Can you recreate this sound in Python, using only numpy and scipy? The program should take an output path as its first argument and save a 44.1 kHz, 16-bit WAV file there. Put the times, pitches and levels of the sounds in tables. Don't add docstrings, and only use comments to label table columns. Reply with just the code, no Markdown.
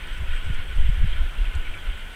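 import sys
import numpy as np
from scipy import signal
from scipy.fft import rfft, irfft, next_fast_len
from scipy.io import wavfile
from scipy.ndimage import uniform_filter1d

SR = 44100
rng = np.random.default_rng(int(sys.argv[2]) if len(sys.argv) > 2 else 0)


def convert_level_to_amplitude(level_db):
    exponent = np.asarray(level_db, float) / 20
    return 10 ** exponent


def persist_wave(psi):
    counts = np.round(np.clip(psi, -1, 1) * 32767).astype(np.int16)
    wavfile.write(sys.argv[1], SR, np.atleast_2d(counts).T)


N = 94815
T = np.arange(N) / SR

# [t/s, level/dB]
CHATTER_LEVEL = [(0, -40), (.1, -42.5), (.19, -43), (.28, -42), (.37, -39.5), (.41, -43), (.5, -41.5),
                 (.6, -40.5), (.65, -44), (.8, -42), (.98, -42.5), (1.1, -41), (1.2, -43), (1.32, -44),
                 (1.44, -42), (1.55, -43), (1.65, -43.5), (1.76, -43), (1.86, -44), (1.92, -40.5),
                 (2.03, -43.5), (2.15, -44)]
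# [f/Hz, relative density/dB per Hz]
COLONY_SPECTRUM = [(1300, -120), (1540, -8), (1680, -0.5), (1850, -1.5), (1990, -2), (2230, 0), (2650, -3),
                   (3150, 0.5), (3270, -2), (3600, -7.5), (4000, -14.5), (5000, -25.5), (6500, -42),
                   (11000, -120)]
# [f/Hz, bandwidth/Hz]
THROATS = [(1480, 720), (2200, 1800), (2800, 400), (3200, 1200)]
CALLS_PER_S = 130
PULSE_HZ, PULSE_SPREAD = 260.7, .3
SYLLABLE_S = 0.085
CALL_SCATTER_DB = 6
RASP_DB, PIP_DB = -3.5, -15.5
PIPS_PER_S, PIP_S = 260, 0.0277
PIP_LOW_HZ, PIP_HIGH_HZ = 1295, 3413
PIP_BEND = 0.0623
# [t/s, level/dB]
DRONE_LEVEL = [(0.0, -48.5), (0.15, -45), (0.27, -48.5), (0.3, -45), (0.55, -46.5), (0.61, -42.5),
               (0.64, -53), (0.68, -50.5), (0.72, -43.5), (0.79, -50), (0.89, -51), (0.94, -46.5),
               (0.98, -47.5), (1.16, -48), (1.17, -42.5), (1.28, -47.5), (1.36, -45), (1.39, -52),
               (1.44, -47.5), (1.56, -44.5), (1.65, -51), (1.69, -43.5), (1.74, -50.5), (1.77, -43),
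               (1.8, -51.5), (1.87, -43), (1.9, -48.5), (2.15, -50.5)]
# [f/Hz, relative density/dB per Hz]
DRONE_SPECTRUM = [(530, -34), (900, -45), (990, -7.5), (1180, -13), (1380, -2), (1490, 4), (1520, 3),
                  (1570, -10), (1640, -16), (1800, -120)]
DRONE_EVENNESS = .35

# [f/Hz, relative density/dB per Hz]
SEA_SPECTRUM = [(71, -25), (120, -2.5), (286, -8.5), (855, -12), (993, -12), (1190, -16), (1300, -11.5),
                (1690, -37), (2860, -120)]
# [f/Hz, relative density/dB per Hz]
HISS_SPECTRUM = [(2650, -40), (4500, -5), (5300, -5.5), (6300, -4), (6500, -6.5), (7400, -5), (7700, 0),
                 (8300, 0), (8550, -3.5), (9000, -2), (9700, -2), (10000, -6.5), (12000, -9), (15100, -9),
                 (16000, -13.5)]
SEA_DB, HISS_DB = -48.5, -58.5

# [multiple of the fundamental, rms level/dB]
WHINE_HARMONICS = [(7, -70), (19, -84), (20, -84), (22, -80), (23, -84), (24, -83)]
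# [f/Hz, rms level/dB]
LONE_TONE = [(11472, -73)]
WHINE_HZ = 401.06

# [t/s, thud level/dB, flutter level/dB]
BUFFET_LEVELS = [(0.0, -57, -61), (0.02, -31.5, -44.5), (0.13, -26, -50), (0.17, -30.5, -45),
                 (0.21, -34, -24), (0.24, -17.5, -38.5), (0.27, -42, -43), (0.29, -20, -31),
                 (0.35, -20.5, -36), (0.39, -27, -46), (0.42, -29, -50), (0.46, -16, -32),
                 (0.49, -28, -25.5), (0.51, -24, -21), (0.54, -11, -47), (0.57, -21, -64),
                 (0.6, -20.5, -26), (0.65, -30.5, -71), (0.69, -25, -31), (0.74, -34.5, -34),
                 (0.76, -13, -37), (0.81, -9.5, -22.5), (0.84, -16.5, -24), (0.87, -9.5, -31),
                 (0.89, -6.5, -25), (0.91, -23.5, -31), (0.93, -19, -46), (0.99, -30.5, -23),
                 (1.02, -7, -20.5), (1.05, -30, -18.5), (1.07, -15.5, -40), (1.1, -16, -32),
                 (1.12, -14.5, -44), (1.15, -33, -26), (1.17, -20, -34), (1.23, -17, -23),
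                 (1.3, -31.5, -58), (1.33, -39, -45), (1.41, -18, -32.5), (1.44, -21, -48),
                 (1.45, -39, -44), (1.48, -17.5, -52), (1.52, -33, -53), (1.57, -18.5, -24.5),
                 (1.62, -22.5, -59), (1.66, -32, -40.5), (1.69, -18, -43), (1.8, -37, -44),
                 (1.84, -23.5, -46), (1.87, -26, -46), (1.89, -20.5, -42.5), (1.95, -34, -35.5),
                 (2.0, -35.5, -54), (2.04, -33, -52), (2.08, -37.5, -45), (2.15, -42, -49)]
# [f/Hz, relative density/dB per Hz]
THUD_SPECTRUM = [(4.7, 7.5), (8.0, 7), (22, -3), (32, 3), (45, -10.5), (70, -26), (91, -41), (150, -120)]
# [f/Hz, relative density/dB per Hz]
FLUTTER_SPECTRUM = [(32, -79), (55, -2), (73, -4.5), (145, -29), (300, -37), (390, -64), (660, -120)]
# [middle t/s, peak level/dB, width/s]
JOLTS = [(.208, -21, 0.012), (.502, -19, 0.0057), (.893, -13.5, 0.0084), (1.026, -12, 0.016),
         (1.56, -18.5, 0.012)]
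WIND_EVENNESS = .85
THUD_TOP_HZ, FLUTTER_TOP_HZ, LOW_CORNER_HZ = 48, 200, 10

# [t/s, main-ring level before rise and decay/dB, f/Hz, share of the duller rings 0-1]
TICKS = [(0.073, -41, 8320, .5), (1.0733, -40, 8500, .05), (1.0775, -47, 9000, .05), (1.5506, -37, 8040, 1),
         (1.5556, -39.5, 7700, 1), (1.5596, -43, 7800, .5)]
# [start t/s, length/s, level/dB]
RUSTLES = [(0.11, 0.052, -59), (0.163, 0.032, -58), (0.303, 0.096, -58.5), (0.432, 0.052, -56),
           (.536, .02, -53.5), (0.743, 0.035, -57), (0.882, 0.024, -58), (0.936, 0.017, -59)]
# [f/Hz, relative density/dB per Hz]
RUSTLE_SPECTRUM = [(3500, -120), (4500, -0.5), (6200, 2), (7200, -16), (7900, 10), (8400, 6.5),
                   (9500, -2.5), (11000, -120)]
TICK_T60_S, TICK_RISE_S = 0.0085, .0005
TICK_LOW_HZ, TICK_MID_HZ, TICK_TOP_HZ = 4250, 6790, 9900
TICK_LOW, TICK_MID, TICK_TOP, TICK_CRACK = 1, 0.55, .25, 0.4

# [middle t/s, tone level/dB, f/Hz, length/s, hoarseness 0-1]
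NOTES = [(.225, -44, 2100, .03, .5), (.273, -42, 2550, .022, .4), (.285, -43, 1850, .016, .3),
         (.291, -40, 3230, .012, .4), (.311, -42, 2550, .014, .6), (.326, -42, 2870, .016, .4),
         (.334, -41, 1420, .02, .3), (.338, -38, 3200, .024, .6), (.338, -42, 1900, .02, .4),
         (.344, -40, 1500, .014, .3), (.367, -39, 2380, .014, .5), (.367, -39, 3200, .012, .5),
         (.379, -42, 3200, .014, .4), (.41, -42, 1480, .022, .3), (.505, -41, 1800, .018, .5),
         (.551, -42, 2300, .018, .5), (1.131, -33, 3190, .018, .35), (1.2, -42, 3170, .03, .5),
         (1.39, -38, 2760, .022, .3), (1.445, -43, 1500, .022, .3), (1.454, -35, 2700, .007, .8),
         (1.458, -41, 3150, .008, .7), (1.657, -39, 2310, .034, .35), (1.674, -35, 2200, .016, .35),
         (1.679, -41, 1950, .01, .6), (1.742, -39, 2580, .018, .5), (1.745, -35, 2300, .02, .4),
         (1.766, -38, 1500, .014, .3), (1.772, -41, 2300, .02, .4), (1.79, -41, 3300, .022, .4)]
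ROUGH_HZ = 220


def unit(x):
    return x / np.sqrt(np.mean(x ** 2) + 1e-20)


def curves(rows):
    t, *columns = np.transpose(rows)
    return [np.interp(T, t, column) for column in columns]


def filtered(x, response):
    size = next_fast_len(N + SR // 2)
    return irfft(rfft(x, size) * response(np.fft.rfftfreq(size, 1 / SR)), size)[:N]


def coloured(x, points):
    f, db = np.transpose(points)
    return unit(filtered(x, lambda hz: convert_level_to_amplitude(np.interp(np.log(hz + 1), np.log(f + 1), db))))


def evened(x, floor, evenness):
    return x / (np.abs(signal.hilbert(x)) + floor) ** evenness


def patchy(patchy_db):
    spectrum = signal.stft(rng.standard_normal(N), nperseg=512)[2]
    field = uniform_filter1d(rng.standard_normal(spectrum.shape), size=5, axis=0)
    field = uniform_filter1d(field, size=6, axis=1)
    return signal.istft(spectrum * convert_level_to_amplitude(patchy_db * unit(field)), nperseg=512)[1][:N]


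def hump(start, length):
    return np.sin(np.pi * np.clip((T - start) / length, 0, 1)) ** 2


def resonance(f, centre, width):
    return 1j * f * width / (centre * centre - f * f + 1j * f * width)


def rasps():
    total = np.zeros(N)
    for centre, width in THROATS:
        u = rng.random((round(CALLS_PER_S * N / SR / len(THROATS)), 4))
        k = np.arange(48)
        gap = 1 / (PULSE_HZ * np.exp(PULSE_SPREAD * (2 * u[:, 1:2] - 1)))
        since = gap * (k + .12 * rng.standard_normal((len(u), len(k))))
        length = SYLLABLE_S * (.5 + u[:, 2:3])
        shape = np.sin(np.pi * np.clip(since / length, 0, 1))
        scatter_db = CALL_SCATTER_DB * (2 * u[:, 3:] - 1) + 2 * rng.standard_normal(since.shape)
        size = shape * convert_level_to_amplitude(scatter_db)
        place = ((u[:, :1] * N / SR + since) * SR).astype(int) % N
        pulses = np.bincount(place.ravel(), size.ravel(), N)
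        total += unit(filtered(pulses, lambda f: resonance(f, centre, width)))

    def level_out(f):
        power = sum(np.abs(resonance(f, c, w)) ** 2 for c, w in THROATS)
        return 1 / np.sqrt(0.00035 + power)

    return unit(filtered(total, level_out))


def pips():
    u = rng.random((round(PIPS_PER_S * N / SR), 5))
    t = np.arange(round(.06 * SR)) / SR
    length = PIP_S * (.5 + u[:, 1:2])
    hz = PIP_LOW_HZ + (PIP_HIGH_HZ - PIP_LOW_HZ) * u[:, 2:3]
    bend = PIP_BEND * (2 * u[:, 3:4] - 1)
    phase = 2 * np.pi * hz * t * (1 + bend * t / length)
    swell = np.sin(np.pi * np.clip(t / length, 0, 1)) ** 2
    wave = convert_level_to_amplitude(7 * u[:, 4:]) * swell * np.sin(phase)
    place = ((u[:, :1] * N).astype(int) + np.arange(len(t))) % N
    return unit(np.bincount(place.ravel(), wave.ravel(), N))


def colony():
    rasp = rasps()
    blur = unit(patchy(patchy_db=1.47))
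    crowd = blur + convert_level_to_amplitude(RASP_DB) * rasp + convert_level_to_amplitude(PIP_DB) * pips()
    drone = evened(coloured(rng.standard_normal(N), DRONE_SPECTRUM), .3, DRONE_EVENNESS)
    drone = coloured(drone, [(900, -120), (950, 0), (1650, 0), (1800, -120)])
    [level_db], [drone_db] = curves(CHATTER_LEVEL), curves(DRONE_LEVEL)
    return convert_level_to_amplitude(level_db) * coloured(crowd, COLONY_SPECTRUM) + convert_level_to_amplitude(drone_db) * drone


def sea():
    wash = coloured(patchy(patchy_db=1), SEA_SPECTRUM)
    hiss = coloured(patchy(patchy_db=-1.4), HISS_SPECTRUM)
    return convert_level_to_amplitude(SEA_DB) * wash + convert_level_to_amplitude(HISS_DB) * hiss


def camera():
    tones = [(k * WHINE_HZ, db) for k, db in WHINE_HARMONICS] + LONE_TONE
    return sum(np.sqrt(2) * convert_level_to_amplitude(db) * np.sin(2 * np.pi * (hz * T + rng.random())) for hz, db in tones)


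def wind_push(spectrum, top_hz):
    def band(f):
        return f ** 2 / (f ** 2 + LOW_CORNER_HZ ** 2) / np.sqrt(1 + (f / top_hz) ** 6)

    push = coloured(rng.standard_normal(N), spectrum)
    for _ in range(2):
        push = unit(filtered(evened(push, .2, WIND_EVENNESS), band))
    return push


def jolts():
    out = np.zeros(N)
    for middle, db, width in JOLTS:
        u = 2 * (T - middle) / width
        out += convert_level_to_amplitude(db) * (2 * u ** 2 - 1) * np.exp(-u ** 2)
    return out


def buffet():
    thud_gain, flutter_gain = [convert_level_to_amplitude(uniform_filter1d(db, size=500)) for db in curves(BUFFET_LEVELS)]
    thuds = thud_gain * wind_push(THUD_SPECTRUM, THUD_TOP_HZ)
    flutter = flutter_gain * wind_push(FLUTTER_SPECTRUM, FLUTTER_TOP_HZ)
    return thuds + flutter + jolts()


def ticks():
    out = np.zeros(N)
    crack = coloured(rng.standard_normal(N), RUSTLE_SPECTRUM)
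    for start, db, hz, dull in TICKS:
        t = np.maximum(T - start, 0)
        low = TICK_LOW * np.sin(2 * np.pi * TICK_LOW_HZ * t)
        mid = TICK_MID * np.sin(2 * np.pi * TICK_MID_HZ * t)
        top = TICK_TOP * np.sin(2 * np.pi * TICK_TOP_HZ * t)
        ring = np.sin(2 * np.pi * hz * t) + dull * (low + mid) + top + TICK_CRACK * crack
        out += convert_level_to_amplitude(db - 60 * t / TICK_T60_S) * (1 - np.exp(-t / TICK_RISE_S)) * ring
    return out


def rustles():
    swells = sum(convert_level_to_amplitude(db) * np.sqrt(hump(start, length)) for start, length, db in RUSTLES)
    return coloured(rng.standard_normal(N), RUSTLE_SPECTRUM) * swells


def notes():
    out = np.zeros(N)
    for middle, db, hz, length, hoarse in NOTES:
        in_phase, quadrature = (hoarse / np.sqrt(2) * unit(filtered(row, lambda f: np.exp(-(f / ROUGH_HZ) ** 2)))
                                for row in rng.standard_normal((2, N)))
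        steady = np.sqrt(1 - hoarse ** 2)
        angle = 2 * np.pi * hz * T
        tone = (steady + in_phase) * np.sin(angle) + quadrature * np.cos(angle)
        out += convert_level_to_amplitude(db) * hump(middle - length / 2, length) ** .7 * tone
    return out


def scene():
    return (buffet() + colony() + notes() + sea() + rustles() + ticks() + camera())[None]


def band_limit(x):
    return signal.sosfilt(signal.butter(12, 15730, fs=SR, output="sos"), x)


def record(dry):
    return band_limit(dry)


dry = scene()
out = record(dry)
persist_wave(out)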